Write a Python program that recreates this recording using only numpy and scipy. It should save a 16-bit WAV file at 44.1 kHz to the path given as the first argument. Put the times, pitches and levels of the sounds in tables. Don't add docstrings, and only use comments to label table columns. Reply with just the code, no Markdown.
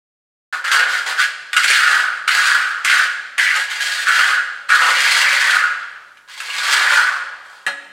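import sys
import numpy as np
from scipy import signal
from scipy.fft import rfft, irfft
from scipy.io import wavfile
from scipy.ndimage import uniform_filter1d, minimum_filter1d

SR = 44100
rng = np.random.default_rng(int(sys.argv[2]) if len(sys.argv) > 2 else 0)


def inscribe(sig):
    pcm = np.round(np.clip(np.atleast_2d(sig).T, -1, 1) * 32767)
    wavfile.write(sys.argv[1], SR, pcm.astype(np.int16))


N = 349267
TIME = np.arange(N) / SR
START_S, SET_DOWN_S = 0.526, 7.665


def from_db(db):
    return 10 ** (np.asarray(db) / 20)


def unit_rms(x):
    return x / np.sqrt(np.mean(x ** 2) + 1e-20)


def unit_energy(x):
    return x / np.sqrt(np.sum(x ** 2))


def evened(x, size=2200):
    return x / np.sqrt(np.maximum(uniform_filter1d(x ** 2, size), 1e-12))


def at_hz(points, hz):
    known_hz, values = np.transpose(points)
    return np.interp(np.log(np.maximum(hz, 1)), np.log(known_hz), values)


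def through(x, response):
    return signal.oaconvolve(x, response)[:len(x)]


def response_of(spectrum, size=4096):
    gain = from_db(at_hz(spectrum, np.fft.rfftfreq(size, 1 / SR)))
    cepstrum = irfft(np.log(gain))
    cepstrum[1:size // 2] *= 2
    cepstrum[size // 2 + 1:] = 0
    return irfft(np.exp(rfft(cepstrum)))[:size // 2]


def colour(x, spectrum):
    return through(x, unit_energy(response_of(spectrum)))


def resonance(hz, width_hz):
    r = np.exp(-np.pi * width_hz / SR)
    return (1 - r * r) / 2 * np.array([1, 0, -1]), [1, -2 * r * np.cos(2 * np.pi * hz / SR), r * r]


def ring(x, modes):
    return sum(from_db(db) * signal.lfilter(*resonance(hz, width_hz), x) for hz, width_hz, db in modes)


def glide(x, hz, width_hz, size=256):
    out, state = np.zeros(N), np.zeros(2)
    for i in range(0, N, size):
        out[i:i + size], state = signal.lfilter(*resonance(hz[i], width_hz), x[i:i + size], zi=state)
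    return out


def band(x, low_hz, high_hz):
    return signal.sosfilt(signal.butter(4, [low_hz, high_hz], "band", fs=SR, output="sos"), x)


def drift(rate_hz):
    lowpass = signal.butter(2, rate_hz, fs=SR, output="sos")
    return unit_rms(signal.sosfilt(lowpass, rng.standard_normal(N + SR))[SR:])


def grains(per_s, spread_db):
    sizes = from_db(spread_db * np.minimum(rng.exponential(1, N), 5))
    return unit_rms(sizes * rng.choice([-1, 1], N) * (rng.random(N) < per_s / SR))


def hand(touch_db=-23.5, sag_hz_per_s=450, sand_lasts=0.76, sand_fade_db_per_s=43):
    # (start [s], swell [s], length [s], pressure [dB], easing [dB/s], lift [dB/s],
    #   peak tilt [0 flat, 1 on edge], tilt peak delay [s], tilt half-width [s], flat ring [Hz],
    #   sand [dB], paste [dB], paste resonance [Hz])
    strokes = [ (0.522, 0.0044, 0.016, -22.5, 18, 136, 0.08, .02, .05, 1500, -3.5, 11, 890),
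               (0.639, 0.0041, 0.085, -17.5, 57, 120, .1, 0.066, 0.039, 1470, -4.5, 3, 900),
               (0.694, 0.021, 0.11, -11.5, 41, 148, 0.29, 0.014, 0.015, 1460, 0.5, 5, 920),
               (0.761, 0.0286, 0.05, -11.5, 20, 108, 0.04, 0.018, 0.023, 1530, -6, 5.5, 625),
               (0.872, 0.015, 0.096, -17.5, 22, 138, 0.1, .07, 0.039, 1430, 1, 4, 740),
               (1.049, 0.014, 0.05, -19, 45, 112, 0.54, 0.017, 0.038, 1460, 3, 11.5, 860),
               (1.165, 0.022, 0.062, -12.5, -8, 285, 1, 0.054, 0.013, 1530, -0.5, -6.5, 820),
               (1.518, 0.066, 0.31, -16.5, -20.5, 116, 0.85, 0.16, 0.087, 1500, -1, -7, 900),
               (1.81, 0.03, 0.18, -11.5, 27, 72, .1, .02, .05, 1474, -1.5, 3.5, 800),
               (2.275, 0.0022, 0.28, -15, -1.5, 62, 0.7, 0.047, 0.02, 1495, 1, 2, 900),
               (2.835, 0.022, .17, -11, 11, 106, 0.88, 0.059, 0.044, 1600, -3, -2.5, 880),
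               (3.375, 0.0067, 0.15, -9.5, 35, 137, 0.63, 0.084, 0.097, 1630, -6.5, -6, 880),
               (3.532, 0.011, 0.043, -16.5, 17, 130, 0.39, .02, 0.17, 1580, 3, 7.5, 845),
               (3.688, .012, 0.093, -22, 30, 105, .8, 0.034, 0.095, 1730, 1.5, 4.5, 910),
               (3.787, 0.015, 0.43, -21.5, 19, 48, 0.1, .02, 0.45, 1630, 6.5, 4, 706),
               (4.038, 0.033, 0.27, -14, -5, 103, 0.13, 0.11, 0.1, 1474, -2.5, -1, 740),
               (4.684, 0.013, 0.097, -12, 3, 110, 0.068, 0.015, 0.071, 1450, -4, 2, 950),
               (4.777, 0.024, .13, -12.5, 1, 117, 0.6, 0.15, 0.088, 1280, -1, 11, 910),
               (4.904, 0.023, 0.38, -14.5, -4.5, 110, 0.63, 0.059, 0.6, 1490, 1, 6.5, 970),
               (5.166, 0.11, 0.41, -10.5, 4, 82, 0.71, 0.12, 0.19, 1530, -3.5, 2, 1000),
               (6.277, 0.44, .58, -16, -2, 113, 0.91, .20, 0.21, 1480, 3.5, 9, 990),
               (6.782, 0.062, .24, -14, -5, 84, 0.34, .08, 0.1, 1440, -2, 7.5, 1010),
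               (7.280, .02, 0.3, -47.5, -2.5, 62.5, 0.055, .1, 0.04, 1450, 6.5, 17, 880)]
    clock = TIME[::32]
    pushes = []
    for (start_s, swell_s, length_s, db, ease_db_per_s, lift_db_per_s,
         peak_tilt, tilt_delay_s, tilt_width_s, flat_hz, sand_db, paste_db, paste_hz) in strokes:
        age = clock - start_s
        lifted_s = np.maximum(age - length_s, 0)
        swell_db = touch_db * np.clip(1 - age / swell_s, 0, 1)
        release_db = ease_db_per_s * np.clip(age, 0, length_s) + lift_db_per_s * lifted_s
        pressure = (age >= 0) * from_db(db + swell_db - release_db)
        tilt = peak_tilt * np.exp(-((age - tilt_delay_s) / tilt_width_s) ** 2)
        ring_hz = flat_hz - sag_hz_per_s * lifted_s
        hiss_db = sand_db - sand_fade_db_per_s * np.maximum(age - sand_lasts * length_s, 0)
        pushes.append(np.broadcast_arrays(pressure, tilt, ring_hz, hiss_db, paste_db, paste_hz))
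    pushes = np.array(pushes)
    weight = pushes[:, :1] ** 4 + 1e-40
    controls = (weight * pushes).sum(axis=0) / weight.sum(axis=0)
    return [np.interp(TIME, clock, control) for control in controls]


def blade_ring(slips, ring_hz, coarse_db=-6.0):
    # (frequency [Hz], width [Hz], gain [dB])
    blade_modes = [(1258, 110, -4), (1450, 59, -5.5), (1425, 220, 1), (1530, 260, -8.5), (1638, 36, 5),
                   (1840, 120, -46)]
    fine = grains(per_s=6000, spread_db=-0.5)
    coarse = from_db(coarse_db) * grains(per_s=140, spread_db=-0.5)
    drive = glide(slips * (fine + coarse), ring_hz, width_hz=320)
    return band(ring(drive, blade_modes), low_hz=1115, high_hz=1884)


def edge_rasp(slips, edge_hz):
    grit = slips * grains(per_s=4000, spread_db=2.8)
    return band(glide(grit, edge_hz, width_hz=300), low_hz=1600, high_hz=3200)


def paste_drag(slips, hollow_hz):
    # (frequency [Hz], relative level [dB])
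    paste_spectrum = [(25, 3), (130, -13.5), (240, -11), (400, -4.5), (530, 0.5), (660, -1), (900, 2.5),
                      (1100, 5.5), (1500, 7.5), (3000, -52)]
    grit = slips * grains(per_s=3100, spread_db=2.0)
    return colour(glide(grit, hollow_hz, width_hz=650), paste_spectrum)


def sand_hiss(slips, ping_db=-11.5):
    # (frequency [Hz], width [Hz], relative level [dB])
    ping_modes = [(2830, 130, 18.5), (3176, 59, -7.5), (4280, 67, -16), (4560, 210, -3), (7770, 150, 6.5),
                  (8000, 160, -24)]
    # (frequency [Hz], relative level [dB])
    sand_spectrum = [(900, -39.5), (2000, 2.5), (2850, -2), (3250, 2.5), (3650, -2), (4450, 1),
                     (5700, -8.5), (6700, -8), (7650, -8.5), (9300, -12.5), (11500, -20), (16000, -28.5)]
    pings = np.zeros(N)
    for hz, width_hz, db in ping_modes:
        hits = grains(per_s=90, spread_db=4.0)
        pings += from_db(db) * unit_rms(signal.lfilter(*resonance(hz, width_hz), hits))
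    hiss = colour(slips * grains(per_s=9000, spread_db=2.5), sand_spectrum)
    return hiss + from_db(ping_db) * unit_rms(pings)


def scrape(wobble_rms_hz=25.8, slip_db=2.5, lump_db=2.0):
    pressure, tilt, ring_hz, hiss_db, paste_db, paste_hz = hand()
    wobble_hz = wobble_rms_hz * drift(rate_hz=23)
    slips = from_db(slip_db * drift(rate_hz=130))
    # (signal, level [dB])
    layers = [(blade_ring(slips, ring_hz + 200 * tilt + wobble_hz), -5.0 - 9.5 * tilt),
              (edge_rasp(slips, 1633 + 696 * tilt + wobble_hz), -10.5 + 1.5 * tilt),
              (paste_drag(slips, paste_hz), paste_db - 24),
              (sand_hiss(slips), hiss_db - 10.78 + 0.5 * tilt)]
    return pressure * sum(evened(x) * from_db(db + lump_db * drift(rate_hz=34)) for x, db in layers)


def knocks(crush_s=0.0047, ring_db=-4.0, paste_thud_db=-34):
    # (time [s], level [dB], relative crack [dB])
    paste_knocks = [(0.5246, -25, -33), (0.6478, -12.5, -20), (0.6595, -16, -26), (0.7313, -12, -12),
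                    (0.762, -12, -30), (0.7927, -7.5, -25), (1.216, -22, -19), (1.5309, -6.5, -16),
                    (1.5654, 1.5, -16.5), (1.6422, -5.5, -9.5), (1.702, -9, -4.5), (2.278, -2.5, -17),
                    (2.8478, -5.5, -9.5), (2.8975, -4, -17), (3.3811, -8.5, -11.5), (3.5615, -12.5, -8.5),
                    (3.715, -16, -14), (4.085, -9, -12.5), (4.1924, -5, -27), (4.7025, -6, -17),
                    (4.9848, -9, -20), (5.8303, -26, -40.5), (6.1713, -35.5, -20), (6.4026, -15, -12.5)]
    # (frequency [Hz], relative level [dB])
    steel_spectrum = [(300, -47), (1000, -14.5), (1400, 10.5), (1750, 2.5), (2200, 1), (3000, -2.5),
                      (6000, -19.5), (16000, -72)]
    crack_spectrum = [(100, -21), (1000, 7), (2000, 19), (3000, -26), (5500, 3.5), (8000, 10), (11000, 1),
                      (16000, -19)]
    thud_spectrum = [(30, -30), (130, -21), (200, -4), (400, -2), (560, 9.5), (900, 15), (1400, -3),
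                     (4000, -25)]
    blows = [(*knock, paste_thud_db) for knock in paste_knocks] + rocking()
    steel, crack, thud = np.zeros((3, N))
    age = np.arange(SR // 20) / SR
    for time_s, db, crack_db, thud_db in blows:
        start = round(time_s * SR)
        span = slice(start, start + len(age))
        bursts = from_db(db) * rng.standard_normal((3, len(age))) * np.exp(-age / crush_s)
        steel[span] += from_db(ring_db) * bursts[0]
        crack[span] += from_db(crack_db) * bursts[1]
        thud[span] += from_db(thud_db) * bursts[2]
    return colour(steel, steel_spectrum) + colour(crack, crack_spectrum) + colour(thud, thud_spectrum)


def rumble(trowel, level_db=-48.5):
    # (frequency [Hz], relative level [dB])
    rumble_spectrum = [(25, -1.5), (130, 1.5), (250, -3), (600, -14)]
    force = np.sqrt(np.maximum(uniform_filter1d(trowel ** 2, size=256), 0))
    return from_db(level_db) * colour(force * rng.standard_normal(N), rumble_spectrum)


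def air(level_db=-63.0):
    # (frequency [Hz], relative level [dB])
    air_spectrum = [(30, -29), (150, -2), (500, -13), (1500, -29), (4000, -5), (9000, -9), (16000, -22)]
    return from_db(level_db) * colour(rng.standard_normal(N), air_spectrum)


def reflections(early_db=1.0, early_t60_s=0.2, echoes_per_s=2500, late_db=-7.0, gap_s=0.0036):
    # (frequency [Hz], t60 [s])
    room_t60 = [(150, 3.9), (500, 1.96), (1400, 1.065), (3500, 1.126), (8000, 0.87), (15000, 0.1)]
    age = np.arange(SR + SR // 2) / SR
    hz = np.fft.rfftfreq(len(age), 1 / SR)
    white = rfft(rng.standard_normal(len(age)))
    late = 0
    for centre_hz, t60_s in room_t60:
        share = at_hz([(band_hz, band_hz == centre_hz) for band_hz, _ in room_t60], hz)
        late += irfft(white * share, len(age)) * from_db(-60 * age / t60_s)
    echoes = rng.standard_normal(len(age)) * (rng.random(len(age)) < echoes_per_s / SR)
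    early = echoes * from_db(-60 * age / early_t60_s)
    arrived = age > gap_s
    return (from_db(early_db) * unit_energy(early * arrived)
            + from_db(late_db) * unit_energy(late * arrived))


def room(x, direct_db=1.0, standing_db=-2.0, low_turn_hz=1.2, high_turn_hz=11.0, split_hz=2600):
    # (frequency [Hz], width [Hz], gain [dB])
    room_modes = [(254, 3.6, -6), (369.5, 14, -1), (495, 20, -13), (572, 6.5, 3), (905, 17, -2)]
    # (frequency [Hz], side gain [dB])
    side_spectrum = [(60, -17), (250, -34), (700, -23.5), (2400, -16.5), (4400, -13), (8000, -18),
                     (14000, -100)]
    moving = 0
    for kind, turn_hz in (("low", low_turn_hz), ("high", high_turn_hz)):
        part = signal.sosfilt(signal.butter(3, split_hz, kind, fs=SR, output="sos"), x)
        angle = 2 * np.pi * turn_hz * TIME + drift(turn_hz)
        moving += part * np.exp(1j * angle)
    wet = through(moving.real, reflections()) + through(moving.imag, reflections())
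    mid = from_db(direct_db) * x + wet + from_db(standing_db) * ring(wet, room_modes)
    side = through(through(x, reflections()), response_of(side_spectrum))
    return np.array([mid + side, mid - side])


def rocking(gap_s=0.009, level_db=-11, loss_db=3, crack_db=-13.5, dulling_db=10, thud_db=-15.5):
    return [(SET_DOWN_S + k * gap_s, level_db - k * loss_db, crack_db - k * dulling_db, thud_db)
            for k in range(3)]


def free_ring(level_db=-23.5):
    # (frequency [Hz], relative level [dB], t60 [s])
    free_modes = [(189, -24, .15), (283, -25, 0.84), (559, -12.5, 0.24), (564, -18, 0.26), (1380, -7, 0.13),
                  (1674, 7, 0.13), (1770, -1, .06), (1830, 6, 0.041), (1900, 9, 0.049), (2865, -20, .1),
                  (3100, -5, 0.072), (3800, -11, 0.15), (4160, -9, 0.17)]
    age = np.maximum(TIME - SET_DOWN_S, 0)
    ringing = sum((-1) ** k * from_db(db - 60 * age / t60_s) * np.sin(2 * np.pi * hz * age)
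                  for k, (hz, db, t60_s) in enumerate(free_modes))
    return from_db(level_db) * band(ringing, low_hz=160, high_hz=9000)


def scene(near_db=-8.0, pan_db=-0.19):
    trowel = scrape() + knocks()
    laid_down = free_ring()
    mix = air() + room(trowel + rumble(trowel) + laid_down) + from_db(near_db) * laid_down
    return mix * from_db([[pan_db], [-pan_db]])


def record(dry, cutoff_hz=16100):
    peak = np.maximum(np.abs(dry).max(axis=0), 1)
    gain = uniform_filter1d(minimum_filter1d(1 / peak, size=128), size=128)
    lowpass = signal.ellip(10, 0.2, 80, cutoff_hz, fs=SR, output="sos")
    return signal.sosfilt(lowpass, (TIME >= START_S) * dry * gain)


dry = scene()
out = record(dry)
inscribe(out)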